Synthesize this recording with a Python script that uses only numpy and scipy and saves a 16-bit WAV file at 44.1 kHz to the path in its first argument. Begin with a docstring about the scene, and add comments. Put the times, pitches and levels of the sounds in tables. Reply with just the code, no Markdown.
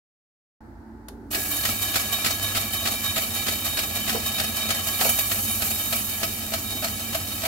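"""An electric meat slicer being sharpened, close to a stereo pair of microphones in a steel kitchen.
Over the refrigerators' hum the switch clicks, the motor groans up and the round blade meets the stone.
Grit makes blade and housing ring; once a turn the edge catches twice and its high spots brush the stone.
The drive rumbles underneath, and the sharpening attachment knocks now and then."""
import sys
import numpy as np
from scipy import signal
from scipy.fft import rfft, irfft
from scipy.io import wavfile

SR = 44100
rng = np.random.default_rng(int(sys.argv[2]) if len(sys.argv) > 2 else 0)


def waveform_to_disk(signal):
    """Save audio, clipped to [-1, 1], as 16-bit WAV at the path in sys.argv[1]."""
    frames = np.transpose(np.atleast_2d(signal))
    scaled = np.clip(frames, -1, 1) * 32767
    samples = np.round(scaled).astype(np.int16)
    wavfile.write(sys.argv[1], SR, samples)


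N = 329427
T = np.arange(N) / SR
HZ = np.fft.rfftfreq(N, 1 / SR) + 1e-3
START_S, MOTOR_ON_S, CONTACT_S = 0.605, 1.08, 1.304  # sound begins, motor starts, stone meets edge
MAIN_CATCH_S, TURN_S = 1.343, 0.3053  # the nick in the edge first meets the stone; one turn of the blade


def undb(db):
    """Decibels to gain."""
    return 10 ** (np.asarray(db) / 20)


def unit(x):
    """Scale to an rms of one."""
    return x / np.sqrt(np.mean(x ** 2))


def spectrum(points):
    """Spread (f/Hz, level/dB) points over all frequencies, on a logarithmic axis."""
    hz, db = np.transpose(points)
    return np.interp(np.log(HZ), np.log(hz), db)


def curves(table):
    """The columns of a (t/s, ...) table at every sample."""
    times, *columns = np.transpose(table)
    return [np.interp(T, times, column) for column in columns]


def wander(rate_hz):
    """Smooth random drift with a spread near one."""
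    points = rng.standard_normal(N // 20)
    return 1.2 * np.interp(T * rate_hz, np.arange(len(points)), points)


def shape(x, gain):
    """Filter by a gain for every frequency."""
    return irfft(rfft(x) * gain, N)


def below(x, hz, order):
    """The part of a sound under a frequency."""
    return shape(x, 1 / (1 + (HZ / hz) ** order))


def noise(colour, apart_hz):
    """Coloured noise at the two microphones: alike in the bass, unrelated above apart_hz."""
    mid, side = rng.standard_normal((2, N))
    side = shape(side, np.minimum(HZ / apart_hz, 1) ** 0.84)
    return unit(shape(np.array([mid + side, mid - side]), undb(spectrum(colour))))


def tones(lines, waver_db):
    """Steady sines that waver a little in level."""
    return sum(np.sqrt(2) * undb(db + waver_db * wander(4.02))
               * np.sin(2 * np.pi * hz * T + rng.uniform(0, 2 * np.pi)) for hz, db in lines)


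def burst(start_s, rise_s, decay_s):
    """Envelope with a linear rise and an exponential fall; an infinite decay holds."""
    age = T - start_s
    return np.clip(age / rise_s, 0, 1) * np.exp(-np.clip((age - rise_s) / decay_s, 0, 20))


def each_turn(lag_s, rise_s, decay_s):
    """Envelope of a contact that comes back on every turn, lag_s after the main catch."""
    since = T - MAIN_CATCH_S - lag_s
    age = since % TURN_S
    return (since > 0) * np.minimum(age / rise_s, 1) * np.exp(-np.maximum(age - rise_s, 0) / decay_s)


def ring(force, modes, apart_hz):
    """Drive damped modes; the higher ones reach the two microphones out of step."""
    t = T[:SR // 4]
    response = np.zeros((2, len(t)))
    for k, (hz, width, db) in enumerate(modes):
        skew = (-1) ** k * min(hz / apart_hz, 1) * np.pi / 4 * np.array([[1], [-1]])
        response += undb(db) * width * np.exp(-np.pi * width * t) * np.cos(2 * np.pi * hz * t + skew)
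    response /= np.sqrt(np.sum(response ** 2) / 2)
    return signal.fftconvolve(force[None], response, axes=1)[:, :N]


# room tone of the refrigerators: (f/Hz, relative level/dB)
FRIDGE_COLOUR = [(15, -44), (25, -25), (59, -6), (75, -2.5), (109, -10), (176, -22), (213, -10.5),
                 (335, -10), (475, -28), (769, -22.5), (879, -20), (1090, -31), (1540, -29), (1900, -36),
                 (2500, -50), (3300, -55), (4500, -48.5), (6000, -54), (15000, -57)]
# their hum: (f/Hz, level/dB)
FRIDGE_HUM = [(54, -52), (226, -54.5), (296, -61.5), (866.7, -64.5)]


def fridges(level_db=-45):
    """Compressors and fans hum and rush in the kitchen behind the slicer."""
    return undb(level_db) * noise(FRIDGE_COLOUR, apart_hz=1430) + tones(FRIDGE_HUM, waver_db=-2.0)


# resonances of the starting motor: (f/Hz, width/Hz, relative level/dB)
GROAN_MODES = [(292, 28, 3.5), (371, 51, -5.5)]
# rumble of the drive: (t/s, level/dB)
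RUMBLE_LEVEL = [(1.3, -43.5), (3, -42), (4.3, -37.5), (5.2, -40.5), (7.47, -40.5)]
# its colour through the counter: (f/Hz, relative level/dB)
RUMBLE_COLOUR = [(30, -20), (48, -21), (85, 9), (118, -7), (140, 0), (168, -12), (195, -0.5), (222, 7.5),
                 (265, -3.5), (340, -11.5), (480, -11.5), (900, -39.5)]
# mains and motor tones: (f/Hz, relative level/dB)
MOTOR_HUM = [(49.9, -77), (99.9, -43), (221, -51.5), (296, -63)]


def motor(groan_db=-43, hum_db=-1.5, swell_db=2, swell_lag_s=0.072):
    """The motor groans as it takes up the load, then hums and rumbles through the steel counter."""
    strain = undb(groan_db) * burst(MOTOR_ON_S, 0.02, 1.4) * rng.standard_normal(N)
    groan = below(ring(strain, GROAN_MODES, apart_hz=1400), hz=500, order=6)
    swell = np.cos(2 * np.pi * (T - MAIN_CATCH_S - swell_lag_s) / TURN_S)  # peaks just after each catch
    rumble = undb(curves(RUMBLE_LEVEL)[0] + swell_db * swell) * noise(RUMBLE_COLOUR, apart_hz=1400)
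    hum = undb(hum_db) * tones(MOTOR_HUM, waver_db=1.5)
    return groan + burst(MOTOR_ON_S, 0.39, np.inf) * (rumble + hum)


# click of the start switch: (f/Hz, relative level/dB)
CLICK_COLOUR = [(300, -4), (700, 10.5), (2500, -7), (5000, 0), (8000, -9), (11500, -0.5), (16000, -18)]


def switch(at_s=1.084, level_db=-32.5):
    """The start switch snaps over: a sharp click with a faint tail."""
    snap = burst(at_s, 0.00061, 0.0045) + undb(-20) * burst(at_s, 0.002, 0.015)
    return undb(level_db) * snap * noise(CLICK_COLOUR, apart_hz=1500)


def grit(rough_db, grain_hz):
    """Uneven force of abrasive grains passing under the edge."""
    return unit(undb(rough_db * wander(grain_hz)))


# ringing of the steel disc: (f/Hz, width/Hz, relative level/dB)
BLADE_MODES = [(1133.4, 22.6, -11), (1667, 4.4, -2.5), (1701, 8, -6.5), (2340, 9.2, 0.5), (3060, 20.3, -2),
               (3700, 10, -3), (3761, 9, 3), (6540, 18, 0), (10020, 36, -3.5), (10100, 22, -5),
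               (10600, 23, -12), (10800, 20, 4), (10980, 24, 0), (11450, 24, 1), (11390, 34, -0.5),
               (11630, 30, -5), (11760, 33, -6), (12040, 34, -3.5), (12340, 31, 3.5), (12680, 26, 4),
               (12880, 45, 2.5), (13100, 23.6, -15), (13361, 40, -5), (13663, 30, -7), (13800, 52, -1),
               (14217, 33, -16), (14500, 46, 0), (14793, 34, -6), (15100, 43, -4.5), (15568, 54, -6)]
# resonances of guard, stone holder and tray: (f/Hz, width/Hz, relative level/dB)
HOUSING_MODES = [(668, 39, -3.5), (789, 30, -4), (1289, 41, 2.5), (1452, 25, -11), (1925, 38, -4.5),
                 (2289, 10.3, 5.5), (2539, 55, -3.5), (2830, 106, -5), (3110, 56, -10.5), (3360, 56, -34),
                 (4200, 90, -3.5), (4494, 49, 0.5), (5070, 22, 0.5), (5315, 21, -2.5), (5750, 66, -5),
                 (6290, 28, -2), (6820, 21, -1.5), (7280, 30, -7), (7330, 37, -2), (7660, 22, -6),
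                 (7980, 43, -4), (8300, 50, -18.5), (9140, 90, -21)]
# hiss straight from stone to microphones: (f/Hz, relative level/dB)
GRIT_COLOUR = [(400, -7), (700, 6.5), (1000, -8), (2000, -5), (4500, -1.5), (6100, -0.5), (7200, 3.5),
               (8700, 4), (11500, -2.5), (14000, 2.5), (16000, -1.5)]
# steady rub of the stone: (t/s, hiss/dB, blade singing/dB, housing rasp/dB)
RUB_LEVELS = [(1.33, -30.5, -45, -40), (1.55, -30.5, -41, -41), (2.1, -34, -35, -39.5),
              (3.4, -33.5, -38.5, -39), (4.75, -34.5, -35, -39), (5.12, -27, -32.5, -38),
              (5.4, -29, -40, -42), (5.9, -30, -38, -39.5), (6.4, -34.5, -41.5, -41.5),
              (7.47, -35, -40.5, -41)]
# how hard the uneven edge meets the stone: (t/s, first catch/dB, main catch/dB, high spots/dB)
EDGE_LEVELS = [(1.35, -32, -26.5, -27.5), (1.9, -28.5, -20.5, -25), (2.3, -22.5, -23, -26.5),
               (2.9, -24.5, -26.5, -27.5), (3.4, -25, -27, -27.5), (4.9, -29.5, -23, -28),
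               (5.35, -38, -26, -31), (5.9, -43, -24.5, -35.5), (6.6, -35.5, -26.5, -41),
               (7.47, -30.5, -27.5, -39)]
# high spots met on every turn: (lag after main catch/s, rise/s, decay/s, hiss/dB, singing/dB, rasp/dB)
EDGE_SPOTS = [(.03, 0.018, 0.023, -5, -8, -6.5), (0.1588, .015, 0.0077, 0, 1, -11.5),
              (0.16, 0.026, 0.11, -9, -0.5, -11.5)]
# the stone bites harder: (t/s, level/dB, decay/s)
STONE_BITES = [(4.872, -34, 0.011), (5.002, -27.5, 0.053), (5.045, -28, .015), (5.09, -17.5, 0.0089),
               (5.187, -23, .012), (5.316, -29, 0.0073), (5.645, -30, .035), (5.703, -24.5, 0.0065),
               (5.95, -30, .035)]


def grinding(split_hz=5200, scour_db=-30.5, bedding_db=-40, bedding_hz=1690):
    """The stone rubs the edge and rings blade and housing; high spots and bites press it harder."""
    touch = burst(CONTACT_S, 0.0098, np.inf)
    hiss, sing, rasp = (touch * undb(db) for db in curves(RUB_LEVELS))
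    spots = sum(np.outer(undb(dbs), each_turn(lag, rise, decay)) for lag, rise, decay, *dbs in EDGE_SPOTS)
    spot_hiss, spot_sing, spot_rasp = undb(curves(EDGE_LEVELS)[2]) * spots
    bites = sum(undb(db) * burst(s, 0.0033, decay) for s, db, decay in STONE_BITES)
    bites += undb(scour_db) * each_turn(0, 0.0077, 0.01)  # each main catch also scours the stone
    grains = grit(rough_db=1.18, grain_hz=696.5)
    fine = grains * np.hypot(hiss, spot_hiss + bites)
    coarse = grains * np.hypot(rasp, spot_rasp + undb(-10) * bites) * grit(rough_db=2.5, grain_hz=262.4)
    flex = grains * np.hypot(sing, undb(-4) * spot_sing)
    force = rng.standard_normal((4, N))
    # fine grains excite the rim's high modes, the stone's pressure bends the whole disc
    rim = ring(fine * force[0], [m for m in BLADE_MODES if m[0] > split_hz], apart_hz=3000)
    disc = ring(flex * force[1], [m for m in BLADE_MODES if m[0] <= split_hz], apart_hz=3400)
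    housing = ring(coarse * force[2], HOUSING_MODES, apart_hz=1160)
    # one pair of modes sings out until the stone has bedded in
    pair = [m for m in BLADE_MODES if abs(m[0] - bedding_hz) < bedding_hz / 10]
    fresh = grains * undb(bedding_db) * burst(CONTACT_S, 0.05, 0.69)
    bedding = ring(fresh * force[3], pair, apart_hz=3200)
    scrape = noise(GRIT_COLOUR, apart_hz=1290)
    low = below(scrape, split_hz, order=4)
    direct = undb(-3) * fine * unit(scrape - low) + undb(-2) * coarse * unit(low)
    return direct + undb(-1) * (rim + disc) + bedding + undb(1.42) * housing


# crack of the edge snagging: (f/Hz, relative level/dB)
CATCH_COLOUR = [(250, 4), (450, 0), (680, 0.5), (950, -4), (1300, 6.5), (2300, 4.5), (4300, 5.5),
                (6000, -2.5), (10000, -0.5), (16000, -12)]
# thud of the stone holder, harder late on: (t/s, level/dB)
THUD_LEVEL = [(1.35, -37), (5.4, -38), (6.3, -32.5), (7.47, -28.5)]


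def catches(lead_s=0.018, thud_hz=663, thud_width_hz=59):
    """Once a turn the edge snags twice in quick succession and shakes the stone holder."""
    first_db, main_db, _ = curves(EDGE_LEVELS)
    first, main = each_turn(-lead_s, 0.007, 0.012), each_turn(0, 0.0058, 0.012)
    push = (undb(first_db) * first + undb(main_db) * main) * grit(rough_db=-1.0, grain_hz=572)
    force = push * rng.standard_normal(N)
    shove = undb(curves(THUD_LEVEL)[0]) * (undb(-4) * first + main) * rng.standard_normal(N)
    crack = push * noise(CATCH_COLOUR, apart_hz=1500)
    housing = ring(force, HOUSING_MODES, apart_hz=1190)
    blade = ring(force, BLADE_MODES, apart_hz=3000)
    thud = ring(shove, [(thud_hz, thud_width_hz, 0)], apart_hz=1470)
    return undb(2) * crack + undb(-1) * housing + undb(-9) * blade + thud


# knocks of the attachment: (t/s, level/dB, f/Hz, decay/s)
ATTACHMENT_KNOCKS = [(1.355, -34.5, 392, 0.03), (4.142, -26, 460, 0.016), (4.147, -29, 740, .014),
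                     (5.007, -24, 670, 0.016), (5.047, -22.5, 650, 0.018), (6.745, -35, 245, 0.029)]


def knocks(width_share=0.27, dull_hz=1600, rattle_db=-5):
    """The attachment strikes the machine with dull blows that rattle the housing."""
    thumps, blows = 0, 0
    for s, db, hz, decay in ATTACHMENT_KNOCKS:
        force = undb(db) * burst(s, 0.0076, decay) * rng.standard_normal(N)
        thumps += ring(force, [(hz, width_share * hz, 0)], apart_hz=1000)
        blows += force * (hz / 650) ** 2  # sharper blows rattle more
    rattle = ring(blows, HOUSING_MODES, apart_hz=1200)
    return below(thumps, dull_hz, order=6) + undb(rattle_db) * rattle


# bands where blade and guard radiate poorly: (f/Hz, width/Hz, level/dB)
RADIATION_DIPS = [(1397, 90, -3), (2106, 95, -1), (3410, 83, -3.5), (4060, 110, -4.5), (5000, 92, -3),
                  (5540, 79, -2.5), (6110, 98, -4), (6430, 43, -9), (6700, 60, -4), (7450, 70, -5),
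                  (7810, 76, -4), (8620, 100, -6)]


def radiate(x, lift_db=0.52):
    """The steel lets the scraping out unevenly: narrow valleys lie between its resonances."""
    dips_db = sum(db * np.exp(-((HZ - hz) / width) ** 2) for hz, width, db in RADIATION_DIPS)
    return shape(x, undb(lift_db + dips_db))


def kitchen(x, t60_s=0.25, wet_db=-11):
    """Short reflections from steel walls, well under the direct sound this close to the machine."""
    t = T[:SR // 2]
    tail = rng.standard_normal((2, len(t))) * np.exp(-np.log(1000) * t / t60_s)
    tail *= np.clip(t / 0.0073, 0, 1)
    tail /= np.sqrt(np.sum(tail ** 2) / 2)
    return x + undb(wet_db) * signal.fftconvolve(x, tail, axes=1)[:, :N]


# left microphone minus right: (f/Hz, level/dB)
MIC_BALANCE = [(60, -0.5), (130, -3.5), (260, -3.5), (600, 3), (1100, 0), (2300, -1), (4000, -3),
               (6300, 3.5), (9000, 2), (12000, -6), (16000, -2.5)]


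def scene():
    """The slicer in its kitchen as the microphones hear it, each register leaning to its own side."""
    slicer = radiate(grinding() + catches()) + knocks() + switch()
    sound = kitchen(slicer) + motor() + fridges()
    lean = undb(spectrum(MIC_BALANCE) * np.array([[0.5], [-0.5]]))
    return shape(sound, lean) * burst(START_S, 0.0023, np.inf)


def record(dry, top_hz=15750):
    """The phone that holds the microphones cuts the top treble steeply."""
    return signal.sosfilt(signal.ellip(10, 0.2, 80, top_hz, fs=SR, output="sos"), dry)


dry = scene()
out = record(dry)
waveform_to_disk(out)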